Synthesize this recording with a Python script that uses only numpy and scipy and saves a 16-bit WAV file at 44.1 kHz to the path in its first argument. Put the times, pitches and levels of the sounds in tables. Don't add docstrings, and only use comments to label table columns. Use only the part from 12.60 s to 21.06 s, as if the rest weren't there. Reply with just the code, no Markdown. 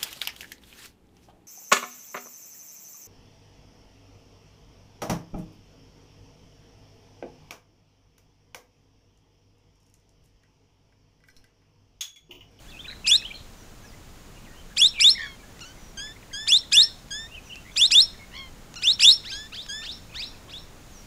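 import sys
import numpy as np
from scipy import signal
from scipy.fft import rfft, irfft, next_fast_len
from scipy.io import wavfile
from scipy.ndimage import uniform_filter1d, map_coordinates

SR = 44100
rng = np.random.default_rng(int(sys.argv[2]) if len(sys.argv) > 2 else 0)


def linear_from_db(decibels):
    return 10 ** (np.asarray(decibels, float) / 20)


def waveform_to_disk(signal):
    frames = np.transpose(np.atleast_2d(signal))
    scaled = np.clip(frames, -1, 1) * 32767
    samples = np.round(scaled).astype(np.int16)
    wavfile.write(sys.argv[1], SR, samples)


N = 373086

# (stage [0-4: sweep, climb, shriek, whistle], pitch [Hz], effort [dB])
SHORT_SHAPE = [(0, 885, -17.5), (1, 2345, -6), (1.97, 2966, -10), (2.03, 3279, -3), (2.7, 3742, -2.5),
               (2.98, 4218, -1.5), (3.03, 4880, -19.5), (3.27, 5420, -14), (4, 5496, -32)]
LONG_SHAPE = [(0, 933, -15.5), (1, 2390, 0.5), (1.97, 3007, -6.5), (2.03, 3370, -2), (2.72, 3834, 3.5),
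              (2.98, 4193, 4.5), (3.03, 5010, 0), (3.19, 5386, -2.5), (4, 5490, -24)]
DRAWN_SHAPE = [(0, 928, -10), (1, 1697, -4), (1.5, 2170, -2), (1.97, 2745, -3.5), (2.05, 3400, -1.5),
               (2.97, 4310, -1), (3.05, 5100, -14), (3.4, 5520, -4.5), (4, 5550, -18)]
SCOOP_SHAPE = [(0, 1167, -0.5), (1, 1586, 0.5), (1.97, 2463, -1), (2.05, 3080, -1), (2.6, 3625, 3.5),
               (2.97, 4020, -0.5), (3.1, 5050, -11), (3.3, 5380, -7.5), (4, 5260, -25.5)]
FAR_SHAPE = [(0, 934, -5), (1, 2390, -5.5), (1.97, 3030, -2), (2.03, 3406, 2), (2.72, 3825, -1),
             (2.98, 4360, -1), (3.03, 5350, -4), (3.3, 5480, -9), (4, 5420, -13.5)]
# (start [s], first jump [s], second jump [s])
SHORT_CRIES = [
    (.458, .512, .568),
    (2.163, 2.216, 2.276),
    (3.867, 3.921, 3.978),
    (5.157, 5.213, 5.268),
    (6.216, 6.272, 6.325),
    (6.389, 6.445, 6.5),
]
LONG_CRIES = [
    (2.392, 2.443, 2.501),
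    (4.115, 4.168, 4.227),
    (5.303, 5.351, 5.415),
    (6.41, 6.459, 6.522),
]
DRAWN_CRIES = [
    (6.636, 6.718, 6.745),
    (7.537, 7.623, 7.65),
]
SCOOP_CRIES = [
    (6.92, 6.966, 7.02),
    (7.216, 7.262, 7.315),
]
FAR_CRIES = [
    (7.232, 7.279, 7.323),
    (7.891, 7.936, 7.988),
]
# (opening sweep [s], closing whistle [s])
SHORT_ENDS_S = (.0187, .037)
LONG_ENDS_S = (.0175, .051)
DRAWN_ENDS_S = (.023, .06)
SCOOP_ENDS_S = (.026, .06)
FAR_ENDS_S = (.025, .06)
# (level [dB], pitch factor [-], whistle [dB])
SHORT_EFFORT = [(-12, 1.01, -1.5), (-11, 1, -0.5), (-11.5, 1.008, -0.5), (-11.5, 1.01, -0.6),
                (-13, 1.043, 2.5), (-10, 1.003, 0)]
LONG_EFFORT = [(-12, 0.997, 0.36), (-12, 1.004, -0.39), (-12.5, 0.992, -0.048), (-12, 1.003, 0.26)]
DRAWN_EFFORT = [(-34.5, .997, -0.35), (-32, 1.003, -1.5)]
SCOOP_EFFORT = [(-39, .997, 1.5), (-39.5, 1.003, 5.7)]
FAR_EFFORT = [(-37.5, 1, 2.5), (-40.5, .97, -0.5)]
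# (frequency [Hz], gain [dB])
THROAT = [(900, -20.5), (2300, -19), (2800, -3), (3300, 1.5), (4400, -6.5), (5600, -4), (9000, -14),
          (16000, -75)]
FAR_THROAT = [(1000, -11), (2200, -10), (2800, -2), (3500, 0), (5200, -2), (6000, -15), (8000, -20),
              (16000, -40)]
# (partial 2 [dB], partial 3 [dB])
REGISTERS = [(-2, -7.5), (-13, -3), (-3.5, -5)]
FAR_REGISTERS = [(-1.5, -8), (-10, -19), (-10, -14)]
# (frequency [Hz], level [dB])
BREATH = [(300, -8), (1500, -6.5), (3500, -0.5), (7000, -2), (11000, -14), (16000, -15.5)]
PUFF = [(1500, -25), (2300, -6), (3200, 0), (4500, -9), (6600, -3), (8500, -14), (14000, -30)]
# (share of length [0-1], pitch [Hz], level [dB])
LEVEL_SHAPE = [(0, 1738, -7), (.04, 1621, 1.5), (.1, 1629, 4), (.3, 1718, 4), (.6, 1795, 2),
               (.95, 1827, -3.5), (1, 1960, -9)]
WAVY_SHAPE = [(0, 1210, -6.5), (.06, 1445, -1.5), (.14, 1510, -1), (.29, 1350, -2.5), (.41, 1540, -4),
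              (.6, 1530, -9), (.93, 1600, -6), (1, 1540, -10)]
RASP_SHAPE = [(0, 880, -20), (.13, 990, -10), (.27, 1075, -5), (.45, 1100, -3), (.75, 1065, -8),
              (1, 1030, -18)]
HIGH_RASP_SHAPE = [(0, 960, -15), (.08, 1040, -7), (.22, 1095, -4), (.45, 1100, -3.5), (.7, 1070, -8),
                   (1, 1030, -16)]
# partials 1, 2, .. [dB]
LEVEL_TONE_DB = [-8, -4.5, -8, -9, -22.5, -29.5, -37]
WAVY_TONE_DB = [-8.5, -3, -7, -6, -12, -26.5]
RASP_TONE_DB = [-10, -2.5, -1, -10, -17, -23]
# (start [s], end [s], level [dB], pitch factor [-], trill depth [0-1])
LEVEL_NOTES = [(3.371, 3.529, -38, 0.968, 0.12), (3.729, 3.897, -36.5, 0.983, 0.18),
               (4.113, 4.291, -37, 1, 0.2), (4.505, 4.675, -36, .997, 0.1),
               (6.712, 6.876, -38.5, 0.965, 0.04), (7.085, 7.263, -36.5, 0.99, 0.15)]
WAVY_NOTES = [(3.005, 3.127, -40.5, 0.97, 0), (6.156, 6.268, -38.5, 0.96, 0)]
RASP_NOTES = [(5.716, 5.898, -36.5, .99, .9)]
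HIGH_RASP_NOTES = [(2.58, 2.757, -39, 1.02, .8)]
# (start [s], end [s], middle pitch [Hz], glide [share of pitch], level [dB])
SLIDES = [(.045, .08, 2850, 0.23, -61), (.078, .105, 3430, .04, -54), (.099, .128, 3640, -0.37, -55),
          (.19, .213, 3280, 0.091, -38.5), (.466, .482, 2710, -0.15, -25), (.646, .668, 3090, 0.116, -32.5),
          (1.218, 1.32, 5500, -0.19, -61), (1.33, 1.354, 2034, .065, -54), (3.386, 3.407, 2530, 0.24, -51),
          (3.56, 3.573, 2130, 0.046, -50.5), (3.625, 3.636, 2270, -0.28, -49),
          (4.767, 4.795, 2540, -0.043, -46), (7.735, 7.755, 2550, -.06, -56), (7.879, 7.9, 3400, 0.17, -53),
          (7.877, 7.898, 1120, 0.14, -51), (.123, .131, 3300, .12, -52),
          (0.053, .11, 1690, 0.16, -63), (.363, .372, 1500, .3, -55), (0.621, 0.644, 2640, 0.042, -44),
         (1.243, 1.277, 2560, .01, -64), (1.754, 1.795, 2850, 0.018, -59),
         (1.768, 1.786, 2500, -0.089, -57), (1.775, 1.792, 1160, 0.05, -60),
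         (1.89, 1.97, 1870, -0.011, -61), (1.9, 1.95, 1490, 0.048, -61), (1.93, 2.0, 2850, .01, -62),
         (2.788, 2.836, 2330, -0.037, -61), (2.885, 2.9, 1760, 0.066, -56), (3.7, 3.708, 2600, 0.086, -58),
         (4.291, 4.337, 1540, -0.006, -57), (4.68, 4.717, 2540, -0.0017, -60),
         (4.862, 4.887, 2570, -0.12, -57.5), (5.11, 5.126, 3380, 0.072, -53),
         (7.509, 7.522, 2900, 0.081, -60), (7.52, 7.544, 2510, .01, -51)]
SETTLES = [(.118, .177, 2530, 0.096, -49.5), (1.235, 1.277, 1700, -0.043, -55),
           (1.845, 1.895, 2170, 0.62, -55), (.613, .63, 1920, .6, -45.5), (2.831, 2.853, 1687, -0.021, -51),
           (2.96, 2.982, 1980, 0.022, -55), (3.47, 3.484, 2092, 0.22, -52), (3.709, 3.728, 1980, -0.3, -48),
           (4.032, 4.044, 1970, -0.029, -50), (4.893, 4.926, 2780, 0.11, -45),
           (4.949, 4.99, 2665, -0.11, -45), (5.538, 5.565, 1820, 0.28, -54),
           (5.59, 5.652, 2175, 0.0098, -49), (8.309, 8.42, 5870, 0.19, -58)]
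FLICKS = [(.165, .182, 2650, 0.28, -49), (.246, .264, 2450, 0.59, -42.5), (.704, .724, 2375, 0.55, -36.5)]
ARCHES = [(.28, .301, 3915, 0.0025, -35.5), (.266, .309, 1445, 0.46, -47), (.443, .468, 2564, 0.1, -32),
          (3.167, 3.202, 2150, -0.16, -58), (1.96, 2.03, 3110, -0.035, -58),
          (2.1, 2.137, 1700, -0.18, -53.5), (2.381, 2.43, 2320, 0.027, -27.5),
          (2.547, 2.585, 2210, -0.18, -37), (4.71, 4.759, 2850, -0.076, -46.5),
          (4.735, 4.773, 3045, -0.15, -44), (4.917, 4.95, 3040, -0.18, -42), (7.492, 7.511, 2490, .03, -54)]
# (start [s], end [s], level [dB])
SEEPS = [(0.957, 1.051, -63), (3.165, 3.32, -62.5), (4.834, 4.928, -58.5), (5.125, 5.218, -56)]
# (start [s], end [s], middle pitch [Hz], level [dB], beat rate [1/s])
BUZZES = [(2.578, 2.664, 1780, -36.5, 151), (2.336, 2.39, 2480, -45.5, 200)]
SINKING = [(.76, .82, 4050, -62, 58), (2.356, 2.384, 2680, -44, 300), (3.05, 3.1, 5900, -63, 150),
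           (.67, .685, 2100, -57, 210)]
RISING = [(0.3, .322, 3900, -48, 149), (.5, .57, 1640, -51.5, 91), (.735, .75, 2950, -49, 74),
          (5.05, 5.12, 2050, -53.5, 89)]
DEEP = [(.298, .336, 1870, -49.5, 103), (.75, .825, 3370, -58, 82.6)]
STEADY = [(4.514, 4.573, 6500, -54, 270), (0.23, .26, 3480, -49.5, 81), (.478, .522, 2500, -34, 97),
          (.668, .712, 3200, -48, 123), (.58, .612, 2550, -47, 60), (.736, .775, 4180, -51, 69),
          (0.35, .366, 3980, -54.5, 80), (2.662, 2.685, 1480, -50, 130)]
# (time [s], peak [dB], ring [Hz])
TICKS = [
    (0.935, -43, 360),
    (2.993, -36, 2020),
    (4.486, -44, 2500),
    (4.957, -35, 4390),
    (6.141, -31, 2680),
    (6.697, -38, 6550),
    (7.064, -34, 3520),
]
# (frequency [Hz], t60 [s])
GROVE = [(1000, 0.15), (4000, 0.43), (8000, 0.43), (14000, 0.073)]
# (delay [s], level [dB])
WALLS = [(.002, -11.5), (.012, -24), (.06, -29), (0.102, -45.5), (.16, -45)]
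# (frequency [Hz], density [dB per Hz])
AIR = [(8.8, -30), (15, 0.5), (103, -12), (192, -14), (341, -20), (414, -21), (1400, -27), (2290, -31),
       (2500, -39), (3250, -54.5), (5500, -120)]
HISS = [(1200, -30.5), (2500, 1.5), (5000, -1.5), (6000, -1), (6900, 1), (7900, -5), (10000, -8),
        (13000, -10.5), (16000, -7)]
# (frequency [Hz], gain [dB])
MIC = [(100, -9), (9000, 3.5), (11500, 5), (12500, -19), (16000, -40.5)]
TOP = [(15650, 0), (15760, -90)]

TURN_DULLS = -1.6
FLUTTER_DB = 3
OPENING_DB = -3.2
OPENING_ROUGH = 5
STUMBLE_S, STUMBLE_DB, HOP_SHARE = .014, -9, .035
FAR_STEP_DB, FAR_JITTER = -15, .016
PUFF_DB, PUFF_HALF_S = -41, .008
TRILL_SHARE, TRILL_HZ, TRILL_DB = .062, 84, 1.3
SEEP_HZ, SEEP_GLIDE = 5870, -0.049
CHIRP_JITTER, CHIRP_SHIMMER_DB = .015, 2
NEAR_DB = -37
SINK, RISE, BUZZ_SINK = -.085, .07, -0.068
WARBLE, DEEP_WARBLE, STEADY_WARBLE, BUZZ_SWING = .055, .16, .025, 0.048
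AIR_DB, AIR_SWELL_DB, HISS_DB, HISS_SWELL_DB = -47.18, .5, -55.5, 0.38
LOPSIDED_DB, CEILING = -25, .74


def cries(shape, ends_s, rows, efforts, throat, registers, dulls=0, rough=0, step_db=-11,
          jitter=0.0054, break_db=-20, opening_db=OPENING_DB, stumbles=0):
    track = np.zeros(N)
    stage, hz, effort_db = np.transpose(shape)
    whole = np.round(stage)
    beside_jump = np.abs(stage - whole) < .09
    stage = np.where(beside_jump, whole + .025 * np.sign(stage - whole), stage)
    for (start, first, second), (level_db, factor, whistle_db) in zip(rows, efforts):
        times = [start, start + ends_s[0], first, second, second + ends_s[1]]
        t = np.arange(times[0], times[-1], 1 / SR)
        at = np.interp(t, times, np.arange(len(times)))
        closed = np.clip(1 - at, 0, 1)
        gap_db = break_db * np.exp(-((t - second) / 0.0018) ** 2)
        catch_db = stumbles * STUMBLE_DB * np.exp(-((t - second + STUMBLE_S) / .0016) ** 2)
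        effort = level_db + gap_db + catch_db + whistle_db * (t > second)
        effort = effort + np.interp(at, stage, effort_db)
        hop = stumbles * HOP_SHARE * np.clip((t - second + STUMBLE_S) / .003 + .5, 0, 1)
        pitch = np.where(t > second, 1, factor + hop) * np.interp(at, stage, hz)
        register_db = np.array(registers, float)[np.digitize(t, [first, second])].T
        source_db = [0, *uniform_filter1d(register_db, size=130)]
        levels = []
        for k, db in enumerate(source_db):
            beak_db = k * (dulls * whistle_db + k * opening_db * closed ** .5)
            flutter_db = (k > 0) * (t > first) * FLUTTER_DB * wobble(len(t), 129.3)
            throat_db = along(throat, (k + 1) * pitch)
            levels.append(effort + db + k * (catch_db + gap_db) + beak_db + flutter_db + throat_db)
        levels += [levels[-1] + step_db * k for k in (1, 2)]
        add(track, start, pitch, levels, jitter * (1 + rough * closed))
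    return track


def near_cries():
    voice = (THROAT, REGISTERS, TURN_DULLS, OPENING_ROUGH)
    short = cries(SHORT_SHAPE, SHORT_ENDS_S, SHORT_CRIES, SHORT_EFFORT, *voice)
    long = cries(LONG_SHAPE, LONG_ENDS_S, LONG_CRIES, LONG_EFFORT, *voice, break_db=-11, stumbles=0.88)
    return short, long


def far_cries():
    voice = dict(throat=FAR_THROAT, registers=FAR_REGISTERS,
                 step_db=FAR_STEP_DB, jitter=FAR_JITTER, opening_db=0.1)
    drawn = cries(DRAWN_SHAPE, DRAWN_ENDS_S, DRAWN_CRIES, DRAWN_EFFORT, **voice)
    scoop = cries(SCOOP_SHAPE, SCOOP_ENDS_S, SCOOP_CRIES, SCOOP_EFFORT, break_db=1, **voice)
    return drawn + scoop + cries(FAR_SHAPE, FAR_ENDS_S, FAR_CRIES, FAR_EFFORT, **voice)


def throat_breath(voice):
    effort = np.abs(uniform_filter1d(np.abs(voice), size=500)) ** 0.62
    return linear_from_db(-28.5) * np.clip(effort - .02, 0, 1) * noise(BREATH)


def puffs():
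    t = np.arange(N) / SR
    starts = [start for start, _, _ in SHORT_CRIES + LONG_CRIES]
    rush = sum(np.exp(-((t - start - PUFF_HALF_S) / PUFF_HALF_S) ** 2) for start in starts)
    return linear_from_db(PUFF_DB) * noise(PUFF) * rush


def notes(shape, tone_db, rows, fall_db=-5.0, shimmer_db=.5):
    track = np.zeros(N)
    share, hz, shape_db = np.transpose(shape)
    for start, end, level_db, factor, trill in rows:
        at = np.linspace(0, 1, round((end - start) * SR))
        depth = trill * np.clip(2.3 - 4 * at, 0, 1)
        turns = 2 * np.pi * TRILL_HZ * (end - start) * at
        shake = depth * np.sin(turns + 0.49 * wobble(len(at), 33.0))
        pitch = uniform_filter1d(np.interp(at, share, hz), size=200) * factor * (1 + TRILL_SHARE * shake)
        effort = level_db + np.interp(at, share, shape_db)
        levels = [effort + db + k * (fall_db * at + TRILL_DB * shake) for k, db in enumerate(tone_db)]
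        add(track, start, pitch, levels, .0015 + .009 * depth, shimmer_db + 0.6 * depth)
    return track


def soft_notes():
    soft = notes(LEVEL_SHAPE, LEVEL_TONE_DB, LEVEL_NOTES)
    soft += notes(WAVY_SHAPE, WAVY_TONE_DB, WAVY_NOTES, fall_db=-6.0, shimmer_db=1.0)
    soft += notes(RASP_SHAPE, RASP_TONE_DB, RASP_NOTES, fall_db=-3.0, shimmer_db=0.68)
    return soft + notes(HIGH_RASP_SHAPE, RASP_TONE_DB, HIGH_RASP_NOTES, fall_db=-1.5, shimmer_db=.9)


def chirps(track):
    seeps = [(start, end, SEEP_HZ, SEEP_GLIDE, db) for start, end, db in SEEPS]
    kinds = [(SLIDES + seeps, -1, 1, 1), (SETTLES, 1, -.2, 1),
             (FLICKS, -.05, 1, 1.6), (ARCHES, 1, 1, 1)]
    for rows, first, last, late in kinds:
        for start, end, hz, glide, level_db in rows:
            u = np.linspace(-1, 1, round((end - start) * SR))
            bend = u * (last - first) / 2 + u * u * (first + last) / 2
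            pitch = hz * (1 + glide * np.sign(bend) * np.abs(bend) ** late)
            levels = [level_db - 7 * u ** 2, level_db - 35.5 + 0 * u]
            add(track[int(level_db > NEAR_DB)], start, pitch, levels, CHIRP_JITTER, CHIRP_SHIMMER_DB)


def warbles(track):
    kinds = [(BUZZES, BUZZ_SINK, BUZZ_SWING), (SINKING, SINK, WARBLE), (RISING, RISE, WARBLE),
             (DEEP, SINK, DEEP_WARBLE), (STEADY, 0, STEADY_WARBLE)]
    for rows, glide, swing in kinds:
        for start, end, hz, level_db, rate_hz in rows:
            u = np.linspace(-1, 1, round((end - start) * SR))
            beat = np.sin(np.pi * rate_hz * (end - start) * u)
            pitch = hz * (1 + glide * u) * (1 + swing * beat)
            levels = [level_db - 5 * u ** 4 + 4 * beat]
            add(track[int(level_db > NEAR_DB)], start, pitch, levels, 0.34 * swing, 4.0)


def small_birds():
    track = np.zeros((2, N))
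    chirps(track)
    warbles(track)
    return track


def ticks():
    track, t = np.zeros(N), np.arange(SR // 50) / SR
    for start, db, hz in TICKS:
        burst = .4 * np.sin(2 * np.pi * hz * t) + 0.89 * rng.standard_normal(len(t))
        track[round(start * SR):][:len(t)] += linear_from_db(db - 17.5 - 60 * t / 0.017) * burst
    return colour(track, [(300, 20.5), (7000, 17.0), (10000, -3)])


def grove(x, wet_db, walls_db):
    hz, t, z = signal.stft(rng.standard_normal(SR // 2), SR, nperseg=256)
    decay = linear_from_db(-60 * t / along(GROVE, hz)[:, None])
    tail = signal.istft(z * decay, SR, nperseg=256)[1]
    tail = linear_from_db(wet_db) * tail / np.linalg.norm(tail)
    for delay, db in WALLS:
        blur = rng.standard_normal(SR // 100) * np.hanning(SR // 100)
        tail[round(delay * SR):][:len(blur)] += linear_from_db(db + walls_db) * blur / np.linalg.norm(blur)
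    return signal.fftconvolve(x, tail)[:N]


def background():
    traffic = linear_from_db(AIR_DB + AIR_SWELL_DB * wobble(N, 2.54)) * noise(AIR)
    return traffic + linear_from_db(HISS_DB + HISS_SWELL_DB * wobble(N, 3.2)) * noise(HISS)


def along(points, hz):
    f, v = np.transpose(points)
    return np.interp(np.log(hz + 1), np.log(f + 1), v)


def colour(x, spectrum):
    m = next_fast_len(N + SR // 10)
    gain = linear_from_db(along(spectrum, np.fft.rfftfreq(m, 1 / SR)))
    return irfft(rfft(x, m) * gain, m)[:N]


def noise(spectrum):
    x = colour(rng.standard_normal(N), spectrum)
    return x / np.std(x)


def wobble(n, rate_hz):
    return map_coordinates(rng.standard_normal(304), [np.arange(n) * rate_hz / SR], mode="wrap")


def add(track, start, hz, partial_db, jitter=.005, shimmer_db=1.05):
    n = len(hz)
    phase = 2 * np.pi * np.cumsum(hz * (1 + jitter * wobble(n, 500.4))) / SR
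    tone = np.zeros(n)
    for k, db in enumerate(partial_db, 1):
        level = linear_from_db(db + k * shimmer_db * wobble(n, 308.3))
        tone += level * np.sin(k * phase) * (k * hz < SR / 2)
    fade = np.clip(np.minimum(np.arange(n), np.arange(n)[::-1]) / (0.002 * SR), 0, 1)
    track[round(start * SR):][:n] += np.sqrt(2) * tone * fade


def scene():
    short, long = near_cries()
    far, soft, small = far_cries(), soft_notes(), small_birds()
    breath = throat_breath(short + long + 1.17 * far)
    wet = grove(short, wet_db=-24.5, walls_db=-4.5)
    wet += grove(long + breath, wet_db=-24.5, walls_db=-4.5)
    wet += grove(soft, wet_db=-20.0, walls_db=-17)
    wet += grove(far, wet_db=-11, walls_db=-2.5)
    wet += grove(small[0], wet_db=-10.5, walls_db=4.0)
    wet += grove(small[1], wet_db=-11.5, walls_db=-4)
    calls = colour(short + long + far + small.sum(axis=0) + soft + wet, MIC)
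    return (calls + breath + ticks() + background() + puffs())[None]


def band_limit(x):
    return signal.sosfilt(signal.butter(12, 15750, fs=SR, output="sos"), x)


def record(dry):
    difference = colour(dry[0] ** 2, [(70, -30), (150, -6), (500, 0), (900, 0), (2000, -25)])
    bent = dry[0] + linear_from_db(LOPSIDED_DB) * difference
    bent = bent / (1 + np.abs(bent / CEILING) ** 8) ** (1 / 8)
    return band_limit(colour(bent, TOP)[None])


dry = scene()
out = record(dry)
waveform_to_disk(out)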